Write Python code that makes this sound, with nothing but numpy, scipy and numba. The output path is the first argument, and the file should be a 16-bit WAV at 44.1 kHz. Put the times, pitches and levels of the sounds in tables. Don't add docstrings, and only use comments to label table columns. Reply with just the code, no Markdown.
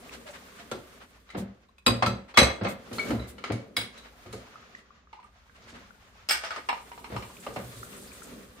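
import sys
import numpy as np
from scipy import signal
from scipy.fft import rfft, irfft
from scipy.io import wavfile
from scipy.ndimage import uniform_filter1d, minimum_filter1d
from numba import njit

SR = 44100
rng = np.random.default_rng(int(sys.argv[2]) if len(sys.argv) > 2 else 0)


def persist_wave(psi):
    counts = np.round(np.clip(psi, -1, 1) * 32767).astype(np.int16)
    wavfile.write(sys.argv[1], SR, np.atleast_2d(counts).T)


def elevation(decibels):
    levels = np.asarray(decibels, float)
    return 10 ** (levels / 20)


N = 379260

# (f/Hz, side minus mid level/dB)
STEREO_WIDTH = [(60, -16), (110, -15.5), (200, -11), (380, -7), (700, -3), (1290, 0.5), (2380, 0.5),
                (4400, 0), (8120, 1.5), (15000, 0.5)]
# (f/Hz, level/dB)
CHINA_CRACK = [(180, -32.5), (300, -14.5), (1040, -6), (1970, -4), (2140, -5), (3640, -7.5), (4020, -8.5),
               (6960, -15.5), (8640, -15.5), (16000, -39)]
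# (f/Hz, level/dB per Hz)
SPRAY_COLOUR = [(2060, -24), (3500, -2), (5640, -9.5), (7320, -4), (9380, -4), (10700, -10.5),
                (15100, -5.5), (16000, -26)]
QUIET_WATER_DB = -55


def across(table, hz):
    points = np.array(table)
    return np.interp(np.log(np.maximum(hz, 1)), np.log(points[:, 0]), points[:, 1])


def along(table):
    s, *columns = np.transpose(table)
    return [np.interp(np.arange(N) / SR, s, column) for column in columns]


def add(out, s, sound):
    i = int(s * SR)
    out[:, i:i + sound.shape[1]] += sound[:, :N - i]


def walk(rate):
    hold = int(SR / rate)
    levels = np.repeat(rng.standard_normal(N // hold + 1), hold)
    return 0.8 * uniform_filter1d(uniform_filter1d(levels, hold), hold)[:N]


def noise(colour, size, tilt_db=0., bands=(), valley_db=0.):
    hz = np.arange(size // 2 + 1) * SR / size
    if len(bands):
        valley_db = valley_db - 5.5 * np.log2(np.maximum(hz / 4000, 1))
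    lift = elevation(valley_db) + sum(elevation(db) / (1 + ((hz - f) / (.013 * f + 20)) ** 2) for f, db in bands)
    shape = lift * elevation(across(colour, hz) + tilt_db * np.log2(hz / 2000 + 0.16))
    mid, side = rfft(rng.standard_normal((2, size))) * shape
    side = side * elevation(across(STEREO_WIDTH, hz))
    x = irfft(np.array([mid + side, mid - side]), size)
    return x / np.sqrt(np.mean(x ** 2))


def house_hum(stir_db):
    # (f/Hz, level/dB per Hz)
    colour = [(12, -59), (20, -20.5), (29, -11.5), (43, -10), (55, 5), (75, -2), (162, -16.5), (200, -8.5),
              (260, -25.5), (440, -120)]
    hum_db = -60 + 0.4 * (stir_db - QUIET_WATER_DB)
    return noise(colour, N) * elevation(hum_db + 1.5 * walk(0.83))


def stream_rumble(stir_db, spray_db, drum_db):
    # (f/Hz, level/dB per Hz)
    colour = [(53, -38), (90, -12), (247, 4), (350, -8.5), (378, 0.5), (560, -5), (900, -27), (1170, -46.5),
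              (1980, -120)]
    rumble_db = -57 + drum_db + 0.79 * (stir_db - QUIET_WATER_DB) + 0.22 * (spray_db - QUIET_WATER_DB)
    return noise(colour, N) * elevation(rumble_db + 3.5 * walk(8.3))


def bubble(hz, cycles, glide, pan):
    turns = np.arange(int(SR * 3 * cycles / hz)) * hz / SR
    tone = np.sin(2 * np.pi * turns * (1 + glide * turns / cycles))
    tone = tone * np.exp(-2.3 * turns / cycles) * np.minimum(turns, 1)
    return tone * np.array([[1 + pan], [1 - pan]])


def waves():
    # (t/s, peak level/dB, swell/s)
    swells = [
        (2.45, -49, 0.057),
        (3.97, -52, 0.053),
        (4.45, -57, 0.28),
        (6.461, -45, 0.067),
    ]
    t, out = np.arange(N) / SR, np.zeros(N)
    for s, peak_db, swell_s in swells:
        turns = np.maximum(t - s + swell_s, 0) / swell_s
        out += elevation(peak_db) * (turns * np.exp(1 - turns)) ** 2
    return out


def slosh(stir_db, surge):
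    # (f/Hz, level/dB per Hz)
    colour = [(290, -33), (500, -7), (597, -6), (804, -12.5), (1180, -3), (1280, -5), (2270, -9),
              (7000, -20.5), (9100, -54.5), (15400, -120)]
    gurgle = np.zeros((2, N))
    for when, pitch, size, pan in rng.uniform(0, 1, (1400, 4)):
        level = elevation(-2.5 * np.log(size + 0.035)) / (1 + 1.5 * pitch)
        add(gurgle, when * N / SR, level * bubble(600 * 2 ** (3.0 * pitch), 11.0, 0.14, pan - .5))
    gurgle = gurgle / np.sqrt(np.mean(gurgle ** 2))
    basin = noise(colour, N) + elevation(-9.5) * gurgle
    return basin * (elevation(stir_db) + waves()) * elevation(-1.5 + 0.73 * surge + 3.6 * walk(35))


def spray(spray_db, surge):
    hiss, patter = noise(SPRAY_COLOUR, N), np.zeros((2, N))
    edges = np.geomspace(1500, 17000, num=8)
    for k, band in enumerate(zip(edges, edges[1:])):
        part = signal.sosfilt(signal.butter(2, band, "band", fs=SR, output="sos"), (-1) ** k * hiss)
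        patter += part * elevation(2.4 * walk(45))
    patter = patter * elevation(spray_db + 0.4 * surge + 1.6 * walk(70))
    ticks = rng.standard_normal((2, N)) * (rng.uniform(0, 1, N) < 250 / SR)
    ticks = signal.sosfilt(signal.butter(1, (4500, 11000), "band", fs=SR, output="sos"), ticks)
    return patter + ticks / ticks.std() * elevation(spray_db - 8)


def water():
    # (t/s, stirring level/dB, fine spray level/dB, drumming against the stirring/dB)
    flow = [(0.0, -51, -62.5, 4), (.96, -54.5, -65.5, 0.5), (1.08, -59, -70, -2.5), (1.77, -70, -88.5, 1.5),
            (2.73, -60.5, -76, 2), (3.09, -44.5, -52.5, 12), (3.28, -58, -72.5, 12),
            (3.71, -64.5, -79.5, 16), (4.21, -57.5, -68.5, 2.7), (4.72, -67, -77.5, 7.5),
            (5.03, -73, -95, 9.5), (5.42, -62.5, -80, -6), (5.75, -56, -73.5, 1.5),
            (6.27, -58.5, -76.5, -6), (6.75, -57, -63.5, 1.5), (7.8, -52, -54, 1.8), (8.3, -52, -57, 3.5),
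            (8.6, -54.5, -67, 5.5)]
    stir_db, spray_db, drum_db = along(flow)
    surge = walk(6)
    wet = slosh(stir_db, surge) + spray(spray_db, surge)
    return wet + stream_rumble(stir_db, spray_db, drum_db) + house_hum(stir_db)


def drips():
    # (t/s, peak level/dB, f/Hz)
    drops = [(0.094, -37.5, 2310), (0.269, -48, 596), (1.69, -55, 1040), (4.556, -36.5, 1207),
             (4.627, -46, 1310), (4.749, -34, 1890), (4.905, -44.5, 1143), (5.072, -46, 1200),
             (5.495, -44.5, 1500), (5.906, -45, 1420), (7.3, -39.5, 974), (7.368, -38, 2400),
             (7.83, -33, 1350), (7.928, -41, 2700), (8.117, -39, 2260), (8.22, -37, 1300)]
    out = np.zeros((2, N))
    for s, peak_db, hz in drops:
        for late, detune, pan in rng.uniform(-0.67, 1, (9, 3)):
            level = elevation(peak_db - 8.0 - 1.2 * abs(late) - 6.5 * abs(detune))
            drop = bubble(hz * 2 ** (.5 * detune ** 3), 12, 0.051, 2.3 * pan)
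            add(out, s + 0.0046 * late ** 2, level * drop)
    return out


def suds(size=8192):
    # (t/s, peak level/dB, f/Hz, spread/octaves)
    squeezes = [(0.3044, -43, 7090, 0.37), (0.5107, -56, 4130, 0.25), (0.7177, -36, 4000, 0.42),
                (3.2877, -44, 9380, 0.36), (4.7504, -49, 4460, 0.56), (5.1297, -53.5, 4140, 0.22),
                (5.2373, -59.5, 8400, 0.3), (5.6204, -48, 4050, 0.5), (5.6927, -44.5, 4960, 0.54),
                (6.9204, -63, 5420, 0.3), (7.0464, -56, 5370, 0.3), (7.1254, -47, 4490, 0.33),
                (7.161, -40, 5360, 0.56), (7.2144, -52, 5240, 0.35), (7.3983, -41.5, 7600, 0.3),
                (7.538, -40, 6050, 0.56), (7.701, -47, 9600, 0.28), (7.7194, -58, 7190, 0.3),
                (7.8343, -41, 8870, 0.3), (7.965, -38.5, 9230, 0.2), (8.0122, -42, 8500, 0.3),
                (8.0744, -44, 4690, 0.16), (8.129, -39.5, 8300, 0.3), (8.2295, -37.5, 7400, 0.36),
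                (8.3194, -54, 9490, 0.3)]
    out, t, hz = np.zeros((2, N)), np.arange(size) / SR, np.arange(size // 2 + 1) * SR / size
    rise_s, fade_s = 0.00074, 0.028
    for s, peak_db, mid_hz, octaves in squeezes:
        uneven = elevation(21.0 * uniform_filter1d(rng.standard_normal(size), size=36))
        pops = rng.standard_normal((2, size)) * uneven
        pops = pops + 0.34 * pops[::-1]
        band = np.exp(-.5 * (np.log2(hz / mid_hz + 1e-9) / octaves) ** 2)
        fizz = irfft(rfft(pops) * band, size)
        shape = (1 - np.exp(-t / rise_s)) * np.exp(-t / fade_s)
        add(out, s, elevation(peak_db - 10.5) * fizz / fizz.std() * shape)
    return out


def rubs(size=16384):
    # (t/s, peak level/dB, tilt/dB per octave)
    strokes = [(0.139, -45, -0.5), (0.281, -45.5, -2), (0.349, -44.5, -3.5), (0.6, -48, -2),
               (1.02, -48.5, -5.5), (1.389, -48, 2.5), (2.699, -55.5, 5), (2.962, -57.5, 5),
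               (3.29, -64, 5.5), (4.059, -50, -5.5), (7.44, -49, -0.5), (4.789, -59, -1.5),
               (5.561, -56, -3), (5.692, -49.5, -2), (2.299, -49.5, -4.5), (2.397, -31.5, -1),
               (5.756, -47.5, -5), (6.58, -41, -8.5)]
    out, t, swell_s = np.zeros((2, N)), np.arange(size) / SR, 0.023
    turns = t / swell_s
    for s, peak_db, tilt_db in strokes:
        grain = elevation(10 * uniform_filter1d(rng.standard_normal(size), size=100))
        foam = elevation(4.88 * tilt_db - 14.5) * noise(SPRAY_COLOUR, size)
        hiss = noise(CHINA_CRACK, size, tilt_db) + foam
        add(out, s - swell_s, elevation(peak_db) * hiss * grain * (turns * np.exp(1 - turns)) ** 2)
    return out


def pings(size=16384):
    # (t/s, peak level/dB, f/Hz, rise/s, time to fall 60 dB/s)
    touches = [(.255, -41.5, 610, 0.0037, 0.073), (.287, -42, 584, .005, 0.086),
               (.595, -48, 694, .006, 0.11), (.7148, -33, 500, 0.00061, 0.077),
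               (2.0235, -19, 732, 0.00058, 0.043), (2.025, -36, 2560, .004, 0.25),
               (2.026, -36, 4200, .003, .12), (2.063, -23.5, 1330, 0.0029, 0.072),
               (2.347, -35, 3360, 0.019, 0.18), (2.374, -28, 6080, 0.0023, 0.24),
               (2.376, -31.5, 8630, 0.0069, 0.2), (2.983, -34.5, 4265, 0.0034, 0.093),
               (3.196, -46.5, 3943, .003, 0.14), (3.498, -29, 326, .0007, 0.051),
               (3.768, -44, 15700, 0.0025, 0.16), (2.991, -25, 2243, 0.0033, 0.11),
               (5.13, -40, 884, 0.0019, 0.036), (5.163, -49, 864, .008, 0.085),
               (5.188, -45, 1000, .003, .04), (5.243, -46.5, 1199, 0.0032, 0.038),
               (6.688, -24, 1006, 0.00072, 0.012), (7.467, -34, 1110, 0.00065, 0.026),
               (7.468, -35, 560, 0.0018, 0.033), (7.562, -31, 594, .0006, 0.04),
               (7.831, -34.5, 1400, 0.00064, 0.031), (1.866, -25, 517.3, 0.0024, 0.19)]
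    out, t = np.zeros((2, N)), np.arange(size) / SR
    for s, peak_db, hz, rise_s, t60 in touches:
        split, turn, start = rng.uniform(-1, 1, 3)
        turn = turn * np.arctan(elevation(across(STEREO_WIDTH, hz))) * np.array([[1], [-1]])
        tone = np.sin(2 * np.pi * hz * t + turn)
        twin = .45 * np.sin(2 * np.pi * hz * (1 + .011 * split) * t + 3 * start - turn)
        shape = (1 - np.exp(-t / rise_s)) ** 2 * elevation(-60 * t / t60)
        add(out, s, elevation(peak_db) * (tone + twin) * shape / shape.max())
    return out


@njit
def ring(push, poles, gains):
    out = np.zeros((2, len(push)))
    for m in range(len(poles)):
        z = 0j
        for i in range(len(push)):
            z = z * poles[m] + push[i]
            out[0, i] += (z * gains[0, m]).imag
            out[1, i] += (z * gains[1, m]).imag
    return out


def knocks(hits, modes, colour, damping, focus_db, tail_s, rise_s, rattle, valley_db, size=16384):
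    out, t = np.zeros((2, N)), np.arange(size) / SR
    hz, db, t60 = np.repeat(np.transpose(modes), 5, axis=1)
    partner = np.tile([0, 1, -1, 1, -1], len(modes))
    split = hz * (1 + 0.019 * partner * rng.uniform(0.12, 1, len(hz)))
    ring_s = np.clip(damping * t60 * (1 - 0.48 * partner ** 2), .02, .33)
    poles = np.exp(2j * np.pi * split / SR - np.log(1000) / (ring_s * SR))
    rise = 1 - np.exp(-t / rise_s)
    blow = np.arange(size) == int(rise_s * SR)
    for s, peak_db, focus_hz, tilt_db, chatter_s, crack_db in hits:
        spot, turn = rng.standard_normal((2, len(hz)))
        chatter = rise * np.exp(-t / chatter_s) * rng.standard_normal(size)
        chatter = chatter * elevation(7.6 * rng.standard_normal(size))
        push = rattle * chatter / np.linalg.norm(chatter) + blow + 1e-18
        favour_db = focus_db * np.exp(-(np.log(hz / focus_hz) / 0.056) ** 2)
        spot_db = 2.0 * spot - 5 * partner ** 2 + favour_db
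        turn = turn * np.arctan(elevation(across(STEREO_WIDTH, hz)))
        gains = elevation(db + spot_db + tilt_db * np.log2(hz / 2000)) * np.exp(1j * np.array([turn, -turn]))
        tones = ring(push, poles, gains)
        bands = np.transpose([hz, spot_db])[partner == 0]
        crack = noise(colour, size, tilt_db, bands, valley_db) * np.exp(-t / (chatter_s + tail_s))
        crack = crack + 1.04 * noise(colour, size, tilt_db) * np.exp(-t / (0.38 * tail_s))
        crack = rise * crack
        both = tones / np.abs(tones).max() + elevation(crack_db) * crack / np.abs(crack).max()
        add(out, s, elevation(peak_db) * both)
    return out


def sharp(hits, chatter_s, crack_db, crack_per_db):
    return [(s, db, hz, tilt_db, chatter_s, crack_db - crack_per_db * (db + 26.0))
            for s, db, hz, tilt_db in hits]


def blunt(hits, tilt_db, chatter_s, shorter_per_db):
    return [(s, db, hz, tilt_db, chatter_s * elevation(-shorter_per_db * crack_db), crack_db)
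            for s, db, hz, crack_db in hits]


def steel_sink():
    # (t/s, peak level/dB, favoured f/Hz, crack against the ring/dB)
    hits = [(0.714, -34, 364, 9), (1.332, -36, 197, -9), (1.347, -27.5, 303, 2), (1.373, -26.5, 197, -7.5),
            (1.866, -14, 510, -4), (2.022, -23.5, 560, 0.5), (2.064, -20, 197, -5.5),
            (2.374, -12.5, 526, 1.5), (2.409, -17, 70.7, 6.5), (2.611, -19, 166, -4.5),
            (2.649, -27, 205, 10), (2.912, -33, 398, -0.5), (3.085, -25, 233, -6.5), (3.104, -21, 296, 1),
            (3.17, -28, 67, -12), (3.5, -19, 298, -1), (3.77, -30.5, 214, -0.5), (4.257, -39, 127.5, -1.5),
            (4.331, -32, 440, -1), (5.63, -47.5, 535, -23), (5.725, -41, 255, -0.5), (5.77, -50, 255, -9),
            (5.815, -61, 255, -18.5), (7.1, -40, 383, 6), (7.118, -33, 197, 5.5), (7.14, -28, 123, -4.5),
            (7.468, -33, 440, 3), (7.564, -33.5, 197, 8), (7.609, -38, 117, -20)]
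    # (f/Hz, level/dB, time to fall 60 dB/s)
    modes = [(69, -7, .28), (121, -12, 1), (117, -1, .8), (197, -4, 0.69), (233, 0, .8), (255, -11, 0.55),
             (294.8, 1, 0.09), (364.8, 1, 0.27), (440, -7.5, 0.098), (471, -2.5, 0.14), (535, -13.5, 0.13),
             (560, -7, 0.084), (697, -6, 0.062)]
    # (f/Hz, level/dB per Hz)
    boom = [(24, -44.5), (40, -23.5), (210, -13), (425, -14), (553, -9), (935, -13.5), (2180, -18.5),
            (2370, -22.5), (5000, -30.5), (6500, -59.5), (11000, -120)]
    return knocks(blunt(hits, -.8, 0.025, 0.63), modes, boom, damping=1.0, focus_db=15,
                  tail_s=0.046, rise_s=0.002, rattle=8.2, valley_db=-1.5)


def cup():
    # (t/s, peak level/dB, favoured f/Hz, crack against the ring/dB)
    hits = [(5.129, -43.5, 905, 6.5), (5.146, -46, 850, -7), (5.199, -45, 955, -2.5), (5.229, -47, 994, 2),
            (6.688, -23, 998, 11), (6.728, -22, 980, -10), (6.779, -35, 1040, -6), (6.916, -35.5, 950, 1),
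            (6.977, -33.5, 950, -2.5), (7.043, -38, 935, 7), (7.164, -26, 964, 0), (7.224, -40.5, 1070, 9),
            (7.465, -29, 766, -1.5), (7.561, -27.5, 790, -1)]
    # (f/Hz, level/dB, time to fall 60 dB/s)
    modes = [(789, -11, 0.3), (850, -1, 0.42), (954, 2, 0.23), (1026, -17, 0.13), (1200, 12, 0.14),
             (2120, -17, 0.26), (2350, -3.5, 0.28), (2720, -24, 0.14), (2960, -16, 0.24), (4200, -9, .11),
             (5370, -8, .15), (8160, -21, .2), (12100, -5, .3)]
    return knocks(blunt(hits, -3.5, 0.016, 0.041), modes, CHINA_CRACK, damping=0.36, focus_db=12,
                  tail_s=0.0028, rise_s=0.00053, rattle=0.6, valley_db=-8.0)


def saucer():
    # (t/s, peak level/dB, favoured f/Hz, tilt/dB per octave)
    hits = [
        (6.288, -16.5, 4900, 4.5),
        (6.294, -16, 5400, 0.5),
        (6.309, -9.5, 2260, 3),
        (6.317, -22, 1870, 4.5),
        (6.345, -30, 1500, -3),
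        (6.514, -42, 4450, -7),
        (6.436, -31.5, 650, -3.5),
        (6.447, -41, 5400, 0.5),
        (6.506, -29, 1250, -3),
        (6.561, -36, 1250, -2.5),
    ]
    # (f/Hz, level/dB, time to fall 60 dB/s)
    modes = [(675, -18, 0.14), (865, -1.5, 0.17), (1250, -38, 0.24), (1500, -1, 1), (1670, 0, 0.18),
             (1907, -22, 0.29), (2260, -16.5, 0.24), (2780, -15, 0.22), (3323, -19.5, 0.067),
             (4450, -12, 0.052), (5022, 7, 0.16), (5400, -2, .14), (6100, -11.5, 0.16), (8000, -10, 0.45),
             (8540, -1, 0.15), (9265, -21, 0.17), (7330, -29, .15), (11400, -13.5, 0.4),
             (11820, -14.5, 0.27), (12460, -14, 0.35), (15200, -15, 0.3)]
    return knocks(sharp(hits, 0.02, 4.85, 0.44), modes, CHINA_CRACK, damping=0.3, focus_db=14.0,
                  tail_s=0.007, rise_s=0.00058, rattle=1.0, valley_db=-4.5)


def rattling_plate():
    # (t/s, peak level/dB, favoured f/Hz, tilt/dB per octave)
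    hits = [(1.301, -41.5, 2080, -1), (2.929, -36, 1200, 8), (2.983, -22.5, 4200, -8.5),
            (2.993, -29, 2240, 5), (3.105, -29.5, 1250, 1.5), (3.222, -46, 2050, -4),
            (3.194, -45, 3910, -5), (3.381, -43.5, 1200, -3.5), (3.439, -22, 3430, -3.5),
            (3.519, -30.5, 2260, 5), (3.976, -49.5, 3910, 6.5), (4.261, -49.5, 1250, 0),
            (4.326, -38, 1256, 7.5), (1.289, -50.5, 3914, -5)]
    # (f/Hz, level/dB, time to fall 60 dB/s)
    modes = [(1250, -17, 0.28), (1350, -4, 0.37), (2050, -3, 0.09), (2243, -2.5, 0.3), (2980, -3, 0.067),
             (3914, -10, 0.21), (4300, -6, 0.06), (4900, -17, 0.14), (6460, -29, .15), (7090, -38, 0.23),
             (9880, -23, .18), (11930, -23.5, .15)]
    return knocks(sharp(hits, 0.0041, -1.7, 0.42), modes, CHINA_CRACK, damping=0.76, focus_db=17,
                  tail_s=0.04, rise_s=0.0012, rattle=1.0, valley_db=-0.36)


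def clink():
    # (t/s, peak level/dB, favoured f/Hz, tilt/dB per octave)
    hits = [
        (3.765, -12, 4920, 0.98),
        (3.783, -36.5, 4904, 0.62),
        (3.812, -29.5, 4904, -1.3),
    ]
    # (f/Hz, level/dB, time to fall 60 dB/s)
    modes = [(1630, -38, 0.34), (2245, 4, 0.42), (2150, -24, 0.25), (3320, 1.5, 0.12), (3660, -4.5, 0.062),
             (3950, 1.5, 0.44), (4904, -3, 0.26), (7840, -17, 0.13), (9430, -2, 0.2), (9862, -6.5, 0.43),
             (9240, -7, 0.3), (11400, -12, 0.24), (12250, -13.5, 0.18), (14200, -16.5, 0.22)]
    return knocks(sharp(hits, 0.0047, -2.0, 0.24), modes, CHINA_CRACK, damping=0.45, focus_db=6.7,
                  tail_s=0.028, rise_s=.003, rattle=1.6, valley_db=0)


def landing_plate():
    # (t/s, peak level/dB, favoured f/Hz, tilt/dB per octave)
    hits = [
        (.714, -33, 1350, 0.87),
        (1.686, -67, 3924, -2),
        (1.782, -53, 2530, -0.3),
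        (1.863, -14.5, 3924, 0.14),
        (1.866, -15, 4813, -1.9),
        (1.879, -16.5, 1050, 1),
    ]
    # (f/Hz, level/dB, time to fall 60 dB/s)
    modes = [(1050, -0.5, 0.084), (1350, -8, 0.23), (2530, -2, .2), (3450, -12, 0.17), (3924, -10.5, 0.14),
             (4813, -12.5, 0.22), (6330, -11.5, .15), (7680, -2.5, .13), (8500, -19, .3), (9600, -13.5, .1),
             (10460, -15, .25), (11460, -10.5, 0.17), (12250, -21, .13), (13530, -14, 0.22),
             (13900, -18.5, .25), (14940, -17, .15)]
    return knocks(sharp(hits, 0.0072, 6.8, 0.061), modes, CHINA_CRACK, damping=0.59, focus_db=14.0,
                  tail_s=0.0047, rise_s=0.0008, rattle=3.1, valley_db=-11.0)


def drying_stack():
    # (t/s, peak level/dB, favoured f/Hz, tilt/dB per octave)
    hits = [(2.023, -16.5, 1040, -7), (2.06, -22.5, 4763, -3), (2.372, -6.5, 2158, -2),
            (2.385, -12, 3970, -1), (2.429, -19, 2142, -1), (2.645, -31, 4324, -5.5),
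            (2.340, -39.5, 4324, -6), (2.362, -36, 1186, -4.5), (2.396, -17.5, 1186, -1),
            (2.467, -29, 2142, -8), (2.499, -28.5, 1186, -6), (2.667, -28, 2120, -7.5),
            (2.702, -42.5, 2142, -9.5), (2.633, -40, 4763, -1.5)]
    # (f/Hz, level/dB, time to fall 60 dB/s)
    modes = [(806, -13.5, 0.063), (1040, -1.5, 0.036), (1186, -10.5, 0.2), (1350, -8, 0.25),
             (2142, -9, 0.22), (2550, 1, 0.2), (3340, -5, 0.32), (3970, -1.5, 0.36), (4324, -17, 0.45),
             (4763, -19.5, 0.2), (5130, -19, .25), (6160, -3.5, 0.34), (5900, -14, .15), (6970, -19, 0.16),
             (7770, -12, 0.49), (8430, -13, 0.41), (9410, -15.5, .2), (10000, -21.5, .15),
             (10540, -24.5, .2), (11250, -12.5, 0.43), (11500, -23, .2), (13300, -15, .15),
             (14000, -14.5, .22), (13800, -18, .25), (14900, -24.5, .15)]
    return knocks(sharp(hits, 0.0058, 6.6, 0.021), modes, CHINA_CRACK, damping=0.79, focus_db=12.0,
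                  tail_s=0.011, rise_s=0.0022, rattle=2.5, valley_db=-4.0)


@njit
def walls(x, lags, gain, damp):
    line, soft, out = np.zeros((8, 4096)), np.zeros(8), np.zeros(x.shape)
    for i in range(x.shape[1]):
        total = 0.
        for k in range(8):
            soft[k] += (1 - damp) * (gain[k] * line[k, (i - lags[k]) & 4095] - soft[k])
            total += soft[k]
            out[k % 2, i] += soft[k]
        for k in range(8):
            line[k, i & 4095] = x[k % 2, i] + soft[k] - total / 4
    return out


def kitchen_echo(x):
    lags = rng.integers(400, 2200, 8)
    t60 = 0.31
    return elevation(-11) * walls(x, lags, elevation(-60 * lags / SR / t60), 0.18)


def scene():
    china = drying_stack() + landing_plate() + clink() + rattling_plate() + saucer() + cup()
    china = china + drips() + suds()
    china = signal.sosfilt(signal.butter(4, 250, "high", fs=SR, output="sos"), china)
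    china = china + pings()
    sink = steel_sink() + rubs()
    sink = signal.sosfilt(signal.butter(8, 59, "high", fs=SR, output="sos"), sink)
    return china + sink + kitchen_echo(china) + water()


def drop_weak_treble(x, under_db, from_hz, loud_db, size=1024, count=10):
    hz, _, z = signal.stft(x, SR, nperseg=size, noverlap=size * 3 // 4)
    power = (np.abs(z) ** 2).mean(axis=0)
    total = power[hz > 500].sum(axis=0)
    band = np.arange(len(hz)) // count
    share = np.add.reduceat(power, np.arange(0, len(hz), count))[band] / total
    spare_db = np.maximum(loud_db - 10 * np.log10(total + 1e-18), 0)
    strongest = -minimum_filter1d(-share, size=5 * count, axis=0)
    neighbour_db = 10 * np.log10(share / strongest + 1e-18) + 10.5
    margin_db = np.minimum(10 * np.log10(share + 1e-18) - under_db, neighbour_db) + spare_db
    keep = np.clip(margin_db / 3 + .5, 0, 1)
    z = z * np.where(hz[:, None] > from_hz, keep, 1)
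    return signal.istft(z, SR, nperseg=size, noverlap=size * 3 // 4)[1][:, :N]


def low_pass(x):
    return signal.sosfilt(signal.butter(12, 16000, fs=SR, output="sos"), x)


def record(dry):
    mix = drop_weak_treble(np.clip(dry, -1, 1), under_db=-41.5, from_hz=5400, loud_db=-36)
    return low_pass(mix)


dry = scene()
out = record(dry)
persist_wave(out)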